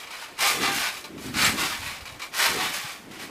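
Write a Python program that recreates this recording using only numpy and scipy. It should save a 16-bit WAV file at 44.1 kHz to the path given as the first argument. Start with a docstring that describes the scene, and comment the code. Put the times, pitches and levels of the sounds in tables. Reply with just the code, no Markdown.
"""Bouncing on a bead-strewn trampoline

Someone bounces three times on a garden trampoline strewn with water beads.
Steel springs creak as each landing stretches them and again as the mat recoils: random slips ring coils and frame.
Slack hooks clank as noise bursts, showers of clicks are beads pattering, and filtered noise buffets the microphone.
Low sines thud in the mat, wavering tones are a squealing hook, and a faint outdoor hush lies under it all, in mono."""
import sys
import numpy as np
from scipy import signal
from scipy.io import wavfile

SR = 44100
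rng = np.random.default_rng(int(sys.argv[2]) if len(sys.argv) > 2 else 0)


def generate_wav(signal):
    """Clip the signal to [-1, 1] and save it as 16-bit WAV at the path in sys.argv[1]."""
    frames = np.transpose(np.atleast_2d(signal))
    scaled = np.clip(frames, -1, 1) * 32767
    pcm = np.round(scaled).astype(np.int16)
    wavfile.write(sys.argv[1], SR, pcm)


N = 145530  # samples, 3.3 s

# resonances of the frame tubes: (frequency [Hz], relative level [dB], decay by 60 dB [s])
FRAME_MODES = [(1088.6, -2.5, .2), (1146.4, -4.5, 0.13), (1203.7, -3.5, .18), (1441, -8, .2),
               (1784, -6, .2), (2140, -2, .14), (2259, -1, .2), (2355, 1, .2), (2484.5, -4.5, .16),
               (2574, -7, .16), (2880, -5, .2), (3325, -7.5, .14), (4001, -7.5, .16), (4165, -5.5, .16),
               (4885, -5, .12)]


def amp(db):
    """Decibels to gain."""
    return 10 ** (np.asarray(db) / 20)


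def unit(x):
    """Scales to rms 1."""
    return x / np.sqrt(np.mean(x ** 2) + 1e-20)


def read(points, hz):
    """Reads a table on a log-frequency axis."""
    f, value = np.transpose(points)
    return np.interp(np.log(hz + 1), np.log(f + 1), value)


def add(mix, s, sound):
    """Mixes a sound in at time s, cut off at the end of the mix."""
    part = mix[max(round(s * SR), 0):][:len(sound)]
    part += sound[:len(part)]


def ring(x, response):
    """Passes x through a response scaled to energy 1."""
    return signal.fftconvolve(x, response / np.linalg.norm(response))[:len(x)]


def colour(x, points, size=4096):
    """Minimum-phase filter with the given spectral shape, so nothing sounds ahead of its cause."""
    gain_db = read(points, abs(np.fft.fftfreq(size, 1 / SR)))
    log_gain = np.log(amp(gain_db))
    spectrum = np.exp(np.conj(signal.hilbert(log_gain)))
    return ring(x, np.fft.ifft(spectrum).real[:size // 2])


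def wander(hz):
    """Smooth random motion below a cutoff, rms 1."""
    lowpass = signal.butter(2, hz, fs=SR, output="sos")
    return unit(signal.sosfilt(lowpass, rng.standard_normal(N)))


def clicks(per_s, spread_db):
    """Random clicks of uneven size and either sign, louder and softer in flurries, rms 1."""
    flurry_db, flurry_hz = 1.4, 55
    size = amp(spread_db * np.minimum(rng.exponential(1, N), 4))
    flurries = amp(flurry_db * wander(flurry_hz))
    sign = rng.choice([-1, 1], N)
    struck = rng.random(N) < per_s / SR
    return unit(size * flurries * sign * struck)


def swell(start, rise, hold, release, db):
    """Quickening rise, hold, then an exponential release that falls 20 dB in the release time."""
    rise_curve = 1.6
    t = np.arange(N) / SR - start
    fall_db = 20 * np.maximum(t - rise - hold, 0) / release
    return amp(db - fall_db) * np.clip(t / rise, 0, 1) ** rise_curve


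def modes(rows):
    """Sum of dying sines: each resonance rings at its own pitch and loses level at its own rate."""
    t = np.arange(SR // 3) / SR
    return sum(amp(db - 60 * t / t60) * np.sin(2 * np.pi * (hz * t + rng.random()))
               for hz, db, t60 in rows)


def shimmer(size=256):
    """A dense crowd of faint modes: a noise tail whose decay time varies with pitch, shortest on top."""
    # (frequency [Hz], decay by 60 dB [s])
    tail_t60 = [(200, 0.113), (1000, 0.1556), (2500, 0.169), (6000, 0.0962), (15000, 0.0767)]
    hz, t, z = signal.stft(rng.standard_normal(SR // 3), SR, nperseg=size)
    fade = amp(-60 * t / read(tail_t60, hz)[:, None])
    return signal.istft(z * fade, SR, nperseg=size)[1]


def spring_body(slips):
    """Slips heard directly and, equally strong, through a spring's own crowd of faint modes."""
    # tone of the creaking steel: (frequency [Hz], level [dB])
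    creak_colour = [(60, -40), (250, -26), (400, -15), (600, -9), (800, -3.5), (1150, -1), (1500, -1.7),
                    (1900, -1), (2300, -.5), (3200, -3.5), (4900, -5.3), (5900, -12), (9000, -15),
                    (15000, -24.5)]
    body = (slips + ring(slips, shimmer())) / np.sqrt(2)
    return colour(body, creak_colour)


def coil(pitch_hz, count=18):
    """Waves running up and down a coil ring at near multiples of one pitch."""
    # strength of the coil's partials: (frequency [Hz], level [dB])
    coil_colour = [(200, -28.5), (400, -15.5), (800, 2), (1600, -0.5), (2400, 0), (4000, -6), (7000, -15.5),
                   (15000, -34)]
    t60_s, scatter = 0.1745, 0.00291  # scatter: relative mistuning of the partials
    hz = pitch_hz * np.arange(1, count + 1) * (1 + scatter * rng.standard_normal(count))
    return modes([(f, read(coil_colour, f), t60_s) for f in hz])


def springs():
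    """Each change of load sets the hooks slipping: random slips ring spring bodies, coils and frame."""
    # springs slipping on their hooks: (start [s], rise [s], hold [s], release to -20 dB [s],
    # level [dB], coil pitch [Hz], coil ring relative to that level [dB])
    creak_swells = [(-.03, 0.018, .02, .1, -43, 371, -14), (0.089, 0.0181, .12, .13, -41, 370, -14),
                    (.25, .04, .07, .1, -52, 369.3, -14), (.365, .07, .022, .19, -21, 401.8, -7.5),
                    (.57, .07, .015, .19, -26, 398.1, 0), (.68, .08, .11, .08, -30.3, 397.4, -12),
                    (.9, .035, .045, .06, -41.5, 374.9, -10), (1.16, .08, .045, .09, -43.5, 374.9, -9),
                    (1.315, .1, .038, .135, -21.7, 412.2, -11), (1.545, .04, .065, .19, -29, 382, -13.5),
                    (1.68, .035, .025, .06, -32.5, 382.2, -11.5), (1.8, .035, .07, .13, -36.5, 375.3, -13),
                    (2.305, .105, .04, .18, -22.7, 397.6, -13),
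                    (2.535, .055, .075, 0.0677, -28.2, 375.5, -4),
                    (2.68, .05, .07, 0.1245, -34, 381.7, -11), (2.81, .035, .05, 0.1184, -38, 375.9, -13),
                    (3.095, .025, .05, .1, -45.5, 374.8, -12), (3.17, .03, .025, .13, -40.5, 374.5, -12)]
    slips_per_s, spread_db, frame_db = 2800, 3.5, -8.5
    out, load = np.zeros(N), np.zeros(N)
    # independent clicks for each path, so their powers add
    coil_slips = clicks(slips_per_s, spread_db)
    frame_slips = clicks(slips_per_s, spread_db)
    for start, rise, hold, release, db, pitch_hz, ring_db in creak_swells:
        level = swell(start, rise, hold, release, db)
        load = np.hypot(load, level)
        body_slips = clicks(slips_per_s, spread_db) * level
        out += spring_body(body_slips)
        out += amp(ring_db) * ring(coil_slips * level, coil(pitch_hz))
    return out + amp(frame_db) * ring(frame_slips * load, modes(FRAME_MODES))


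def beads():
    """Beads hitting the mat: many tiny bright taps with a short tail."""
    # showers: (start [s], rise [s], hold [s], release to -20 dB [s], level [dB])
    shower_swells = [(-.03, .02, .025, .15, -48), (.07, .04, .135, .12, -48.5), (.37, .045, .1, .14, -28.5),
                     (.55, .07, .06, .1, -37), (.66, .09, .05, 0.21, -31.5), (.91, .04, 0.0316, .1, -46),
                     (1.038, 0.0049, 0.01202, 0.03, -47), (1.15, .07, .07, .1, -44.5),
                     (1.31, .11, .035, .15, -27.5), (1.55, .045, 0.055, .26, -32.5),
                     (1.8, .04, 0.0604, 0.19, -43), (2, .06, 0.059, 0.24, -53.5),
                     (2.19, 0.0294, .04, .08, -47), (2.315, .085, .045, 0.2487, -28),
                     (2.56, .05, 0.062, 0.2739, -37), (2.71, .035, .012, .1, -33),
                     (2.79, .05, .085, .13, -44), (3.1, .015, .04, .08, -52), (3.17, .03, .045, .08, -46)]
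    # tone of one tap: (frequency [Hz], level [dB])
    tap_colour = [(100, -19), (500, -8), (1500, -3), (4000, 1), (7500, -1), (11000, -4), (15000, -7.5)]
    taps_per_s, spread_db, tail_db = 6000, 3.1, -4
    level = np.sqrt(sum(swell(*row) ** 2 for row in shower_swells))
    taps = colour(level * clicks(taps_per_s, spread_db), tap_colour)
    return taps + amp(tail_db) * ring(taps, shimmer())


def air():
    """Lumpy turbulence at the microphone: flutter of gliding pitch over a deeper rumble."""
    # (time [s], flutter level [dB], flutter centre [Hz], rumble level [dB])
    air_path = [(0, -66, 300.2, -69), (.28, -68, 299.6, -72), (.32, -48, 289.2, -67),
                (.36, -62.5, 350.2, -66), (0.501, -45.5, 460, -58), (.57, -34, 339.9, -50),
                (.72, -36, 260, -58), (.82, -46, 200, -54.5), (.9, -59, 199.7, -61), (1.01, -56, 310, -66),
                (1.125, -41.5, 290.1, -59), (1.3, -37, 230, -47), (1.49, -34.5, 220, -41),
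                (1.65, -39, 280, -53.5), (1.74, -49, 220.4, -50.5), (1.83, -50.5, 200.1, -44.5),
                (1.98, -59, 220.1, -58), (2.13, -57, 220.2, -52.5), (2.3, -57, 280.2, -63),
                (2.45, -50.5, 399.8, -66.5), (2.49, -38.5, 299.9, -52), (2.55, -34.5, 340, -51),
                (2.68, -43, 240.3, -58.5), (2.78, -56, 240.3, -65), (2.93, -62, 219.8, -68),
                (3.03, -46, 250.3, -65), (3.3, -43, 280.2, -63)]
    # flutter before its pitch glides: (frequency [Hz], level [dB])
    flutter_colour = [(30, -30.5), (90, -15), (170, -5), (250, -3), (335, 0), (410, -2), (530, -11),
                      (750, -18.5), (1500, -37), (6000, -72.5)]
    # deep rumble: (frequency [Hz], level [dB])
    rumble_colour = [(15, -14.5), (35, -6), (65, 0), (120, -1), (220, -15), (700, -43.5)]
    flutter_hz = 300  # centre of the flutter when played at its own speed
    gust_db, gust_hz = 1.6, 40
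    s, *columns = np.transpose(air_path)
    flutter_db, centre_hz, rumble_db = (np.interp(np.arange(N) / SR, s, c) for c in columns)
    eddies = colour(rng.standard_normal(N), flutter_colour)
    # reading the eddies faster or slower glides their pitch
    place = np.cumsum(centre_hz / flutter_hz) % N
    flutter = np.interp(place, np.arange(N), eddies)
    rumble = colour(rng.standard_normal(N), rumble_colour)
    gusts = unit(amp(gust_db * wander(gust_hz)))
    return gusts * (amp(flutter_db) * flutter + amp(rumble_db) * rumble)


def yard_hush():
    """Distant outdoor hush: steady coloured noise."""
    # (frequency [Hz], level [dB])
    hush_colour = [(20, -12), (100, -8), (220, -6), (330, -2), (650, 1), (1200, -3), (2500, -4.5),
                   (4000, -12), (8000, -17.5), (15000, -24)]
    hush_db = -48.5
    return amp(hush_db) * colour(rng.standard_normal(N), hush_colour)


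def clanks():
    """Slack hooks knock: a tick and short chatter ring the spring bodies and the frame."""
    # knocks: (time [s], level [dB])
    knocks = [(.001, -38.5), (.034, -37.5), (.072, -37.5), (.107, -36), (.127, -41), (.152, -41.5),
              (.172, -43.5), (.236, -36.5), (.368, -44), (.381, -40), (.39, -28), (.629, -24),
              (.968, -35.5), (1.042, -32.5), (1.179, -40), (1.341, -31), (1.352, -30), (1.385, -24),
              (1.579, -29.5), (1.817, -35), (1.965, -37.5), (2.007, -37), (2.055, -34), (2.074, -35.5),
              (2.092, -38), (2.12, -42), (2.145, -41), (2.196, -32), (2.219, -29), (2.232, -33),
              (2.255, -40.5), (2.338, -33), (2.35, -31), (3.112, -42)]
    chatter_s, tick, frame_db = 0.01112, 3.8, -4  # time constant; tick against initial chatter rms
    to_body, to_frame = np.zeros(N), np.zeros(N)
    t = np.arange(SR // 8) / SR
    for s, db in knocks:
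        for path in to_body, to_frame:  # each path draws its own noise
            chatter = rng.standard_normal(len(t)) * np.exp(-t / chatter_s)
            chatter[0] = tick
            add(path, s, amp(db) * chatter)
    return spring_body(to_body) + amp(frame_db) * ring(to_frame, modes(FRAME_MODES))


def thuds():
    """Short low thuds of the mat: a few soft sine cycles each."""
    # (time [s], frequency [Hz], peak level [dB])
    thud_hits = [(1.288, 130.2, -30), (1.468, 160.7, -25), (2.018, 74.97, -39.5), (2.115, 94.83, -39),
                 (2.838, 139, -37)]
    length_s = 0.02495
    out, t = np.zeros(N), np.arange(int(length_s * SR)) / SR
    for s, hz, db in thud_hits:
        add(out, s, amp(db) * np.hanning(len(t)) * np.sin(2 * np.pi * hz * t))
    return out


def squeaks():
    """A hook squeals: brief high sines of wavering pitch."""
    # (time [s], length [s], frequency [Hz], level [dB])
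    squeals = [(1.444, 0.0109, 7450, -23), (1.462, 0.0081, 7747, -33.5), (1.504, 0.0292, 8100, -38.5)]
    waver_depth = 0.01197  # relative pitch change, rms
    out, waver = np.zeros(N), wander(400)
    for s, length, hz, db in squeals:
        window = signal.windows.tukey(int(length * SR))
        pitch_hz = hz * (1 + waver_depth * waver[int(s * SR):][:len(window)])
        turns = np.cumsum(pitch_hz) / SR
        add(out, s, amp(db) * np.sqrt(2) * window * np.sin(2 * np.pi * turns))
    return out


def scene():
    """All sources reach both channels alike."""
    mono = springs() + beads() + air() + yard_hush() + clanks() + thuds() + squeaks()
    return np.array([mono, mono])


def record(dry):
    """The recorder's band limit: a steep low-pass closes off the extreme treble."""
    edge_hz = 15080
    lowpass = signal.firwin(511, edge_hz, window=("kaiser", 9), fs=SR)
    return signal.oaconvolve(dry, lowpass[None], "same")


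dry = scene()
out = record(dry)
generate_wav(out)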